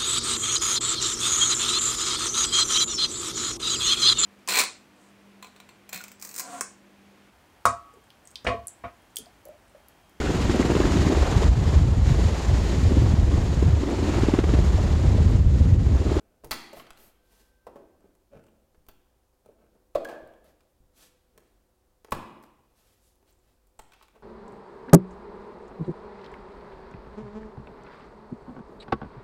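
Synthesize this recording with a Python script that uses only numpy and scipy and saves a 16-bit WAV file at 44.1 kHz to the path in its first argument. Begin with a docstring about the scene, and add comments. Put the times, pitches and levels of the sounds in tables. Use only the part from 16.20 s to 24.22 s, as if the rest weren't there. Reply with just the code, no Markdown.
"""A large workshop: pliers pull staples out of a wooden window frame that lies on cardboard.
The jaws tick, knock and skid as they find a grip. Staples squawk by stick-slip in the wood and
snap free; the steel rings, the frame creaks and booms. Hands and sleeves brush about between
pulls. The hall answers every snap, over faint rumble, hiss and hum."""
import sys
import numpy as np
from scipy import signal
from scipy.fft import rfft, irfft
from scipy.io import wavfile
from scipy.ndimage import uniform_filter1d

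SR = 44100
rng = np.random.default_rng(int(sys.argv[2]) if len(sys.argv) > 2 else 0)


def wrap_up_sound(samples):
    """Save the sound to the file named by the first command line argument, as 16-bit audio."""
    columns = np.atleast_2d(samples).T
    # keep every value between -1 and 1, then stretch to whole-number steps
    tamed = np.clip(columns, -1, 1)
    steps = np.round(tamed * 32767).astype(np.int16)
    wavfile.write(sys.argv[1], SR, steps)


N = 353839
TIME_S = np.arange(N) / SR

# room noise spectrum: freq_hz, gain_db
ROOM_SPECTRUM = [(8.8, -36), (15, -9.5), (54, -4.5), (155, -22), (233, -19.5), (330, -21.5), (371, -17),
                 (455, -27), (497, -15), (610, -25), (748, -24), (1640, -33.5), (2200, -37.5), (14700, -39),
                 (16000, -40.5)]
# room hum: pitch_hz, level_db
HUM_TONES = [(48.4, -78), (366, -87.5), (500, -86.5)]
# hall tail decay: freq_hz, t60_s
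TAIL_DECAY = [(60, 0.46), (200, 0.88), (500, 0.99), (1100, .92), (1700, .78), (3000, 0.99), (6000, 0.53),
              (10000, .52), (16000, 0.43)]
# hall tail spectrum: freq_hz, gain_db
TAIL_SPECTRUM = [(40, -14), (120, -9), (200, -2), (340, 2.5), (470, -9.5), (580, -11), (720, -3),
                 (1100, -7), (2000, -2.5), (4000, -6), (8000, -5.5), (16000, -12)]
# near surfaces: delay_s, gain
REFLECTIONS = [(.0046, 0.47), (.0092, 0.034), (0.012, -0.11), (.0178, .13), (.0265, 0.19)]
# skin and cloth strokes: start_s, end_s, level_db, tilt_db_per_oct, rasp_db
BRUSH_STROKES = [(0.521, 0.646, -46, -0.6, -8), (0.741, .94, -51.5, 0.75, -10.5),
                 (.98, 1.401, -61, -0.5, -4.5), (4.218, 4.35, -51.5, -3, -7.5),
                 (4.713, 4.944, -57.5, 0, -0.5), (5.149, 5.502, -69, -3, -1),
                 (6.439, 6.894, -62.5, -0.4, -3.5), (6.771, 6.99, -77, 2.7, 1.5),
                 (7.031, 7.181, -65, -1.6, -0.5), (7.15, 7.421, -66, -2.5, -3),
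                 (7.613, 8.045, -70.5, -9, 26)]
# colour of all brushing: freq_hz, gain_db
CLOTH_SPECTRUM = [(40, 0.5), (400, 2.5), (1000, -1), (2200, -2), (3400, 0.5), (5500, -0.5), (12000, -2),
                  (16000, -12.5)]
# range lifted by a rough stroke: freq_hz, rasp_share
RASP_LIFT = [(700, 0.063), (3600, 1), (9500, 1), (13500, 0)]
# wood groaning under leverage: start_s, end_s, level_db
WOOD_CREAKS = [(-.15, 0.356, -68.5), (1.777, 1.97, -68.5), (2.1, 2.249, -54.5), (2.198, 2.379, -72.5),
               (3.216, 3.381, -68.5), (3.371, 3.528, -65), (3.512, 3.661, -71.5), (5.119, 5.3, -66.5),
               (7.911, 8.072, -66)]
# colour of the wood: freq_hz, gain_db
WOOD_SPECTRUM = [(40, -17), (80, -2), (130, 5.5), (330, 1), (560, 3), (800, -6.5), (1000, -14),
                 (1250, -10.5), (1500, -8.5), (1900, -23), (2300, -16.5), (2650, -18.5), (3500, -29),
                 (5500, -33), (16000, -42)]
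# blows shoving the frame against the floor: start_s, push_db, push_rise_s, boom_db
FRAME_THUDS = [(.247, -44, .0018, -47), (0.313, -37, 0.0033, -50), (.573, -50, .0022, -59),
               (0.705, -52.5, 0.0076, -74), (2.149, -61, .003, -52), (2.579, -53, 0.0019, -70.5),
               (2.685, -48, 0.0032, -82.5), (3.75, -38.5, 0.0027, -57), (4.023, -52.5, 0.0026, -57),
               (4.604, -54, .002, -65.5), (5.9205, -33, 0.0017, -35), (5.947, -38, .002, -49.5),
               (7.592, -46, .0032, -81)]
# low frame modes: freq_hz, level_db, t60_s
FRAME_MODES = [(58, -11, .3), (79, -9.5, .3), (99, -2, 0.32), (135, -3.5, 0.71), (151, -8, .15),
               (197, -11, 0.055), (250, -10, 0.04), (302, -5, .2)]
# steel modes of the pliers: freq_hz, level_db, t60_s
PLIER_MODES = [(2443, -3, .3), (3110, -7, .12), (3327, -5, .45), (3510, -7, .3), (4190, -2, .12),
               (4380, -4, .2), (4534, -1, .2), (4882, -6, .2)]
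# blows that ring the pliers: start_s, level_db
PLIER_RINGS = [(.315, -44), (2.685, -71.5), (3.756, -61.5), (5.92, -58)]
# steel skidding on steel: start_s, pitch_hz, level_db
JAW_SKIDS = [(.314, 4400, -27.5), (.597, 2730, -46), (2.238, 7950, -71), (2.265, 7440, -67),
             (2.283, 2840, -68), (2.685, 14020, -51), (5.919, 5340, -38), (7.106, 14550, -65),
             (7.125, 7680, -67), (7.189, 7580, -72), (7.59, 8030, -51.5)]
# staple slipping in wood, and one short tone at 2.1 s under the creak: start_s, pitch_hz, level_db, swell_s,
# decay_s
STAPLE_SQUEAKS = [(.245, 435, -49, 0.0035, 0.014), (.316, 247.5, -41, 0.0041, 0.022),
                  (.530, 554, -36.5, 0.0016, 0.019), (.568, 708, -39.5, 0.0044, .004),
                  (1.469, 988, -43, 0.0031, 0.0032), (1.470, 533, -42, 0.0021, 0.0095),
                  (1.557, 570, -39.5, .0035, 0.018), (1.84, 366, -57, 0.0055, 0.0086),
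                  (2.115, 556, -47.5, 0.025, 0.021), (3.286, 576, -48.5, 0.0069, .014),
                  (3.752, 563, -14, .0065, 0.007), (3.756, 322, -33, 0.008, .016),
                  (3.767, 584, -26, .005, .008), (3.850, 1663, -32, 0.0047, 0.012),
                  (5.9215, 1048, -14, 0.002, .00092), (5.925, 518, -26, 0.0015, 0.004),
                  (7.592, 880, -38, 0.0039, 0.0027)]
# jaws meeting staple and frame: start_s, level_db, tilt_db_per_oct, clack_db, decay_s
JAW_CONTACTS = [(.2365, -44.5, -6, -4, 0.0044), (.2441, -41, -2, -9.5, 0.0083),
                (.3272, -45.5, 0.9, 6.5, 0.013), (.53, -45, -3, -2, 0.013), (.569, -55.5, -3, 9, 0.0069),
                (.598, -68, -0.5, 24, 0.0055), (.667, -80, 1.6, 23.5, 0.0067),
                (.705, -63.5, 1.6, 11, 0.0018), (.7735, -76, 2, 12, 0.0037), (1.467, -40, -5.5, -2, 0.012),
                (1.557, -43, -6, -3, 0.034), (1.806, -65.5, -3, -8, 0.0022),
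                (1.842, -52.5, -11, -6.5, .006), (2.238, -75, -1, 7, .002), (2.266, -74, -1, 3, .003),
                (2.285, -74, -6, 14.5, .005), (2.546, -67, -3.5, 3, .0048),
                (2.686, -55, -1.12, 1.5, 0.0073), (3.259, -52, -4, -10.5, .004),
                (3.288, -52, -7, -8.5, .0066), (3.55, -59, -6.5, -3, .006), (3.847, -54.5, 0.25, 8, 0.0056),
                (3.887, -41.5, -3.5, 5, 0.051), (4.136, -69, -2.5, 7, .004),
                (4.2435, -62.5, -2, -11, 0.0023), (4.406, -83, 1.2, 12.5, 0.0031),
                (5.1766, -60, -0.13, -0.5, 0.0044), (5.8461, -53.5, -2.1, 3.5, 0.0028),
                (5.883, -53.5, -6.5, 5, .006), (5.9079, -72.5, 3.5, -4.5, 0.0032),
                (6.2267, -80.5, 3, -3, 0.0025), (6.236, -54, -2.5, -1, 0.0043),
                (6.9557, -85, 2.5, -8, 0.0019), (7.026, -61.5, -4.7, -3, 0.0037), (7.47, -86, 3, -6, .003),
                (7.592, -52.5, -1.14, 5, 0.0054), (7.72, -73, 0.5, 16.5, 0.0029),
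                (7.734, -73.5, 1.4, 15, 0.0085), (7.811, -70, -3.5, 20.5, .004),
                (7.8252, -70, 1.4, 11, 0.0084), (7.8825, -77.5, 1, 13, 0.002), (7.954, -56, -5, 5, 0.016)]
# colour of all contacts: freq_hz, gain_db
CONTACT_SPECTRUM = [(30, -15), (120, -9.5), (240, -5.5), (500, 2.5), (720, 0.5), (1080, 0.5), (1800, -4.5),
                    (2600, -2.5), (4500, -3.5), (5900, -3.5), (8300, -1), (16000, -2.5)]
# midrange lifted by a hard contact: freq_hz, clack_share
CLACK_LIFT = [(450, 0), (1150, 0.96), (3300, .9), (10000, 0)]
# level spread over wider bands in the treble: freq_hz, gain_db
BAND_SPREAD = [(450, -28), (1150, -30.5), (3300, -37), (10000, -40)]
# staple tearing free:
# release_s, fracture_lead_s, fracture_db, release_db, tilt_db_per_oct, clack_db, decay_s
STAPLE_PULLS = [(0.3144, .005, -44.5, -40.5, 0.9, 7, .008), (3.755, .0056, -42, -35, -4, 5, 0.0078),
                (5.9227, .0033, -34.5, -30.5, -3, 3, 0.0069)]


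def amp(db):
    return 10 ** (np.asarray(db) / 20)


def unit_rms(x):
    return x / np.sqrt(np.mean(x ** 2) + 1e-20)


def lookup(points, hz):
    """Interpolate (freq_hz, value) rows over log frequency."""
    freq_hz, value = np.transpose(points)
    return np.interp(np.log(hz + 1), np.log(freq_hz + 1), value)


def add(mix, start_s, sound):
    part = mix[max(round(start_s * SR), 0):][:len(sound)]
    part += sound[:len(part)]


def bandpass(x, low_hz, high_hz, order=3):
    return signal.sosfilt(signal.butter(order, [low_hz, high_hz], "band", fs=SR, output="sos"), x)


def coloured(x, spectrum):
    """Filter by (freq_hz, gain_db) rows."""
    hz = np.fft.rfftfreq(len(x), 1 / SR)
    return irfft(rfft(x) * amp(lookup(spectrum, hz)), len(x))


def timbre_db(hz, pivot_hz, tilt_db_per_oct, lift_db, lift):
    """Tilt from the pivot to the top of the lift table, plus the lifted range."""
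    octaves = np.log2(np.clip(hz, pivot_hz, lift[-1][0]) / pivot_hz)
    return tilt_db_per_oct * octaves + lift_db * lookup(lift, hz)


def minimum_phase(gain_db, size):
    """Spectrum of the promptest filter with these gains."""
    cepstrum = irfft(np.log(amp(gain_db)), size)
    fold = 1 + np.sign(size // 2 - np.arange(size))
    fold[0] = 1
    return np.exp(rfft(cepstrum * fold))


def damped_sine(hz, level_db, t60_s):
    t = TIME_S[:SR]
    return amp(level_db - 60 * t / t60_s) * np.sin(2 * np.pi * hz * t)


def wander(size, rate_hz):
    """Smooth random drift, unit rms."""
    span = max(int(SR / rate_hz), 1)
    return unit_rms(uniform_filter1d(uniform_filter1d(rng.standard_normal(size), span), span))


def swell(length_s, peak_share):
    """Sine-squared rise and fall."""
    progress = np.arange(0, length_s, 1 / SR) / length_s
    return np.sin(np.pi / 2 * np.interp(progress, [0, peak_share, 1], [0, 1, 0])) ** 2


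def room_tone(noise_db=-68.5, waver_db=6.5, waver_hz=2.7):
    """Rumble, even hiss and a faint wavering hum."""
    hum = np.zeros(N)
    for hz, level_db in HUM_TONES:
        rms = amp(level_db + waver_db * wander(N, waver_hz))
        hum += rms * np.sqrt(2) * np.sin(2 * np.pi * hz * TIME_S)
    noise = unit_rms(coloured(rng.standard_normal(N), ROOM_SPECTRUM))
    return amp(noise_db) * noise + hum


def thin_tone(pitch_hz=1556, level_db=-75, start_s=0.65, end_s=2.16):
    """A faint sine swells and fades."""
    out = np.zeros(N)
    envelope = swell(end_s - start_s, peak_share=0.44)
    tone = np.sin(2 * np.pi * pitch_hz * TIME_S[:len(envelope)])
    add(out, start_s, amp(level_db) * envelope * tone)
    return out


def hall_tail(gap_s=0.0023, build_s=0.011):
    """Dense reflections dying band by band."""
    hz, t, bands = signal.stft(rng.standard_normal(SR + SR // 4), SR, nperseg=512)
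    t60_s = lookup(TAIL_DECAY, hz)[:, None]
    envelope = amp(lookup(TAIL_SPECTRUM, hz)[:, None] - 60 * t / t60_s)
    energy_norm = np.sqrt(2 * np.log(1000) / (t60_s * SR))
    tail = signal.istft(bands * envelope * energy_norm, SR, nperseg=512)[1]
    onset = 1 - np.exp(-np.maximum(TIME_S[:len(tail)] - gap_s, 0) / build_s)
    return tail * onset


def hall(x, turn_hz=85, paths=5):
    """Floor and frame reflect first; the sound then enters the hall by ever-changing paths."""
    out = x.copy()
    for delay_s, gain in REFLECTIONS:
        add(out, delay_s, gain * x)
    for k in range(paths):
        share = np.sin(np.pi * (turn_hz * TIME_S + k / paths)) ** 2 * np.sqrt(8 / (3 * paths))
        out += signal.fftconvolve(x * share, hall_tail())[:N]
    return out


def brushing(grain_db=3.0, pressure_db=2.5, pivot_hz=700):
    """Skin and cloth: fine friction grains under slightly uneven pressure."""
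    out = np.zeros(N)
    hz = np.transpose(RASP_LIFT)[0]
    for start_s, end_s, level_db, tilt, rasp_db in BRUSH_STROKES:
        envelope = swell(end_s - start_s, peak_share=0.46)
        noise, grain = rng.standard_normal((2, len(envelope)))
        friction = unit_rms(noise * amp(grain_db * grain + pressure_db * wander(len(envelope), 42)))
        cloth = coloured(friction, CLOTH_SPECTRUM)
        gain_db = level_db + timbre_db(hz, pivot_hz, tilt, rasp_db, RASP_LIFT)
        add(out, start_s, envelope * coloured(cloth, list(zip(hz, gain_db))))
    return out


def wood_creaks(slips_per_s=180, jitter=0.67, scrape_gain=0.5, scatter_db=3.5):
    """Slips of uneven size and spacing sound through the wood."""
    out = np.zeros(N)
    for start_s, end_s, level_db in WOOD_CREAKS:
        skipped = max(round(-start_s * SR), 0)
        envelope = swell(end_s - start_s, peak_share=0.29)[skipped:]
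        size = len(envelope)
        rate_hz = slips_per_s * np.exp(jitter * wander(size, 280))
        slip_count = np.floor(np.cumsum(rate_hz) / SR)
        slips = unit_rms(np.diff(slip_count, prepend=0) * amp(scatter_db * wander(size, 300)))
        slips += scrape_gain * rng.standard_normal(size)
        groan = unit_rms(coloured(slips - slips.mean(), WOOD_SPECTRUM))
        add(out, start_s, amp(level_db) * envelope * groan)
    return out


def frame_thuds(rebound_gain=0.18):
    """A one-sided push of air with a slow rebound, and the boom of the frame."""
    out = np.zeros(N)
    # neighbouring modes swing in opposite directions
    boom = sum((-1) ** k * damped_sine(*mode) for k, mode in enumerate(FRAME_MODES))
    for start_s, push_db, rise_s, boom_db in FRAME_THUDS:
        u = TIME_S[:SR] / rise_s
        push = u * np.exp(1 - u) - rebound_gain * (u / 10) * np.exp(1 - u / 10)
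        add(out, start_s, amp(push_db) * push + amp(boom_db) * boom)
    return out


def plier_rings():
    """The steel rings briefly, damped by the hand."""
    out = np.zeros(N)
    ring = sum(damped_sine(*mode) for mode in PLIER_MODES)
    for start_s, level_db in PLIER_RINGS:
        add(out, start_s, amp(level_db) * ring)
    return out


def jaw_skids(half_width=0.11, rise_s=0.0014):
    """Jaws skid on a staple: a tiny chirp of narrow-band noise."""
    out = np.zeros(N)
    u = TIME_S[:SR // 20] / rise_s
    envelope = u * np.exp(1 - u)
    for start_s, hz, level_db in JAW_SKIDS:
        noise = rng.standard_normal(len(u))
        chirp = bandpass(noise, hz * (1 - half_width), hz * (1 + half_width), order=2)
        add(out, start_s, amp(level_db) * envelope * unit_rms(chirp))
    return out


def staple_squeaks(waver_share=0.011, overtone_db=-27, shake_db=1.5):
    """Stick-slip builds one tone in staple and wood; it dies once the leg lets go."""
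    out, t = np.zeros(N), TIME_S[:SR // 6]
    for start_s, hz, level_db, swell_s, decay_s in STAPLE_SQUEAKS:
        pitch_hz = hz * (1 + waver_share * wander(len(t), 230))
        phase = 2 * np.pi * np.cumsum(pitch_hz) / SR
        tone = np.sin(phase) + amp(overtone_db) * np.sin(2 * phase)
        rise = np.sin(np.pi / 2 * np.minimum(t / swell_s, 1)) ** 2
        fall = np.exp(-np.maximum(t - swell_s, 0) / decay_s)
        gain = amp(level_db - shake_db * wander(len(t), 450))
        add(out, start_s, gain * rise * fall * tone)
    return out


def tool_ticks(ticks_per_s=2, count=30, level_db=-85, scatter_db=3.0, tilt_db_per_oct=1.14):
    """Contact rows: the tool shifts in the hand at random times."""
    times_s = np.cumsum(rng.exponential(1 / ticks_per_s, count))
    clack_db, decay_s = 0, 0.002
    return [(start_s, level_db + scatter_db * force, tilt_db_per_oct + bright / 2, clack_db, decay_s)
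            for start_s, (force, bright) in zip(times_s, rng.standard_normal((count, 2)))]


def staple_pulls(brighter_db_per_oct=1):
    """Contact rows: a brighter first fracture, then the release."""
    rows = []
    for release_s, lead_s, fracture_db, release_db, tilt, clack_db, decay_s in STAPLE_PULLS:
        rows.append((release_s - lead_s, fracture_db, tilt + brighter_db_per_oct, clack_db, decay_s))
        rows.append((release_s, release_db, tilt, clack_db, decay_s))
    return rows


def contact_snaps(contacts, grain_db=7.0, rise_s=0.00058, snap_gain=0.37, pivot_hz=417, size=4096):
    """Each contact: one clean snap in a shower of tiny fractures; the bass lingers longest."""
    edges_hz, decay_factors = (60, 700, 2000, 5500, 17000), (1.5, 1.1, 0.8, 0.6)
    out, t, hz = np.zeros(N), TIME_S[:size], np.fft.rfftfreq(size, 1 / SR)
    impulse = SR / np.sqrt(200) * signal.unit_impulse(size, SR // 1000)
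    shared_db = lookup(BAND_SPREAD, hz) + lookup(CONTACT_SPECTRUM, hz)
    for start_s, level_db, tilt, clack_db, decay_s in contacts:
        noise, grain = rng.standard_normal((2, size))
        shower = noise * amp(grain_db * np.clip(grain, -2, 2)) * (1 - np.exp(-t / rise_s))
        burst = snap_gain * impulse
        for low_hz, high_hz, factor in zip(edges_hz, edges_hz[1:], decay_factors):
            fractures = shower * rng.choice([-1, 1], size) * np.exp(-t / (decay_s * factor))
            width_gain = np.sqrt((high_hz - low_hz) * SR / 100 / size)
            burst += width_gain * unit_rms(bandpass(fractures, low_hz, high_hz))
        gain_db = level_db + timbre_db(hz, pivot_hz, tilt, clack_db, CLACK_LIFT) + shared_db
        snap = irfft(rfft(burst) * minimum_phase(gain_db, size), size)
        add(out, start_s, snap / np.hypot(1, snap_gain))
    return out


def scene():
    """The work sounds through the hall, over the background; mono."""
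    snaps = contact_snaps(JAW_CONTACTS + staple_pulls() + tool_ticks())
    tool = snaps + plier_rings() + staple_squeaks() + jaw_skids()
    work = tool + frame_thuds() + wood_creaks() + brushing()
    return (hall(work) + thin_tone() + room_tone())[None]


def record(dry):
    """Steep low-pass."""
    cutoff_hz = 16300
    lowpass = signal.firwin(401, cutoff_hz, window=("kaiser", 9), fs=SR)
    return signal.oaconvolve(dry, lowpass[None], "same")


dry = scene()
out = record(dry)
wrap_up_sound(out)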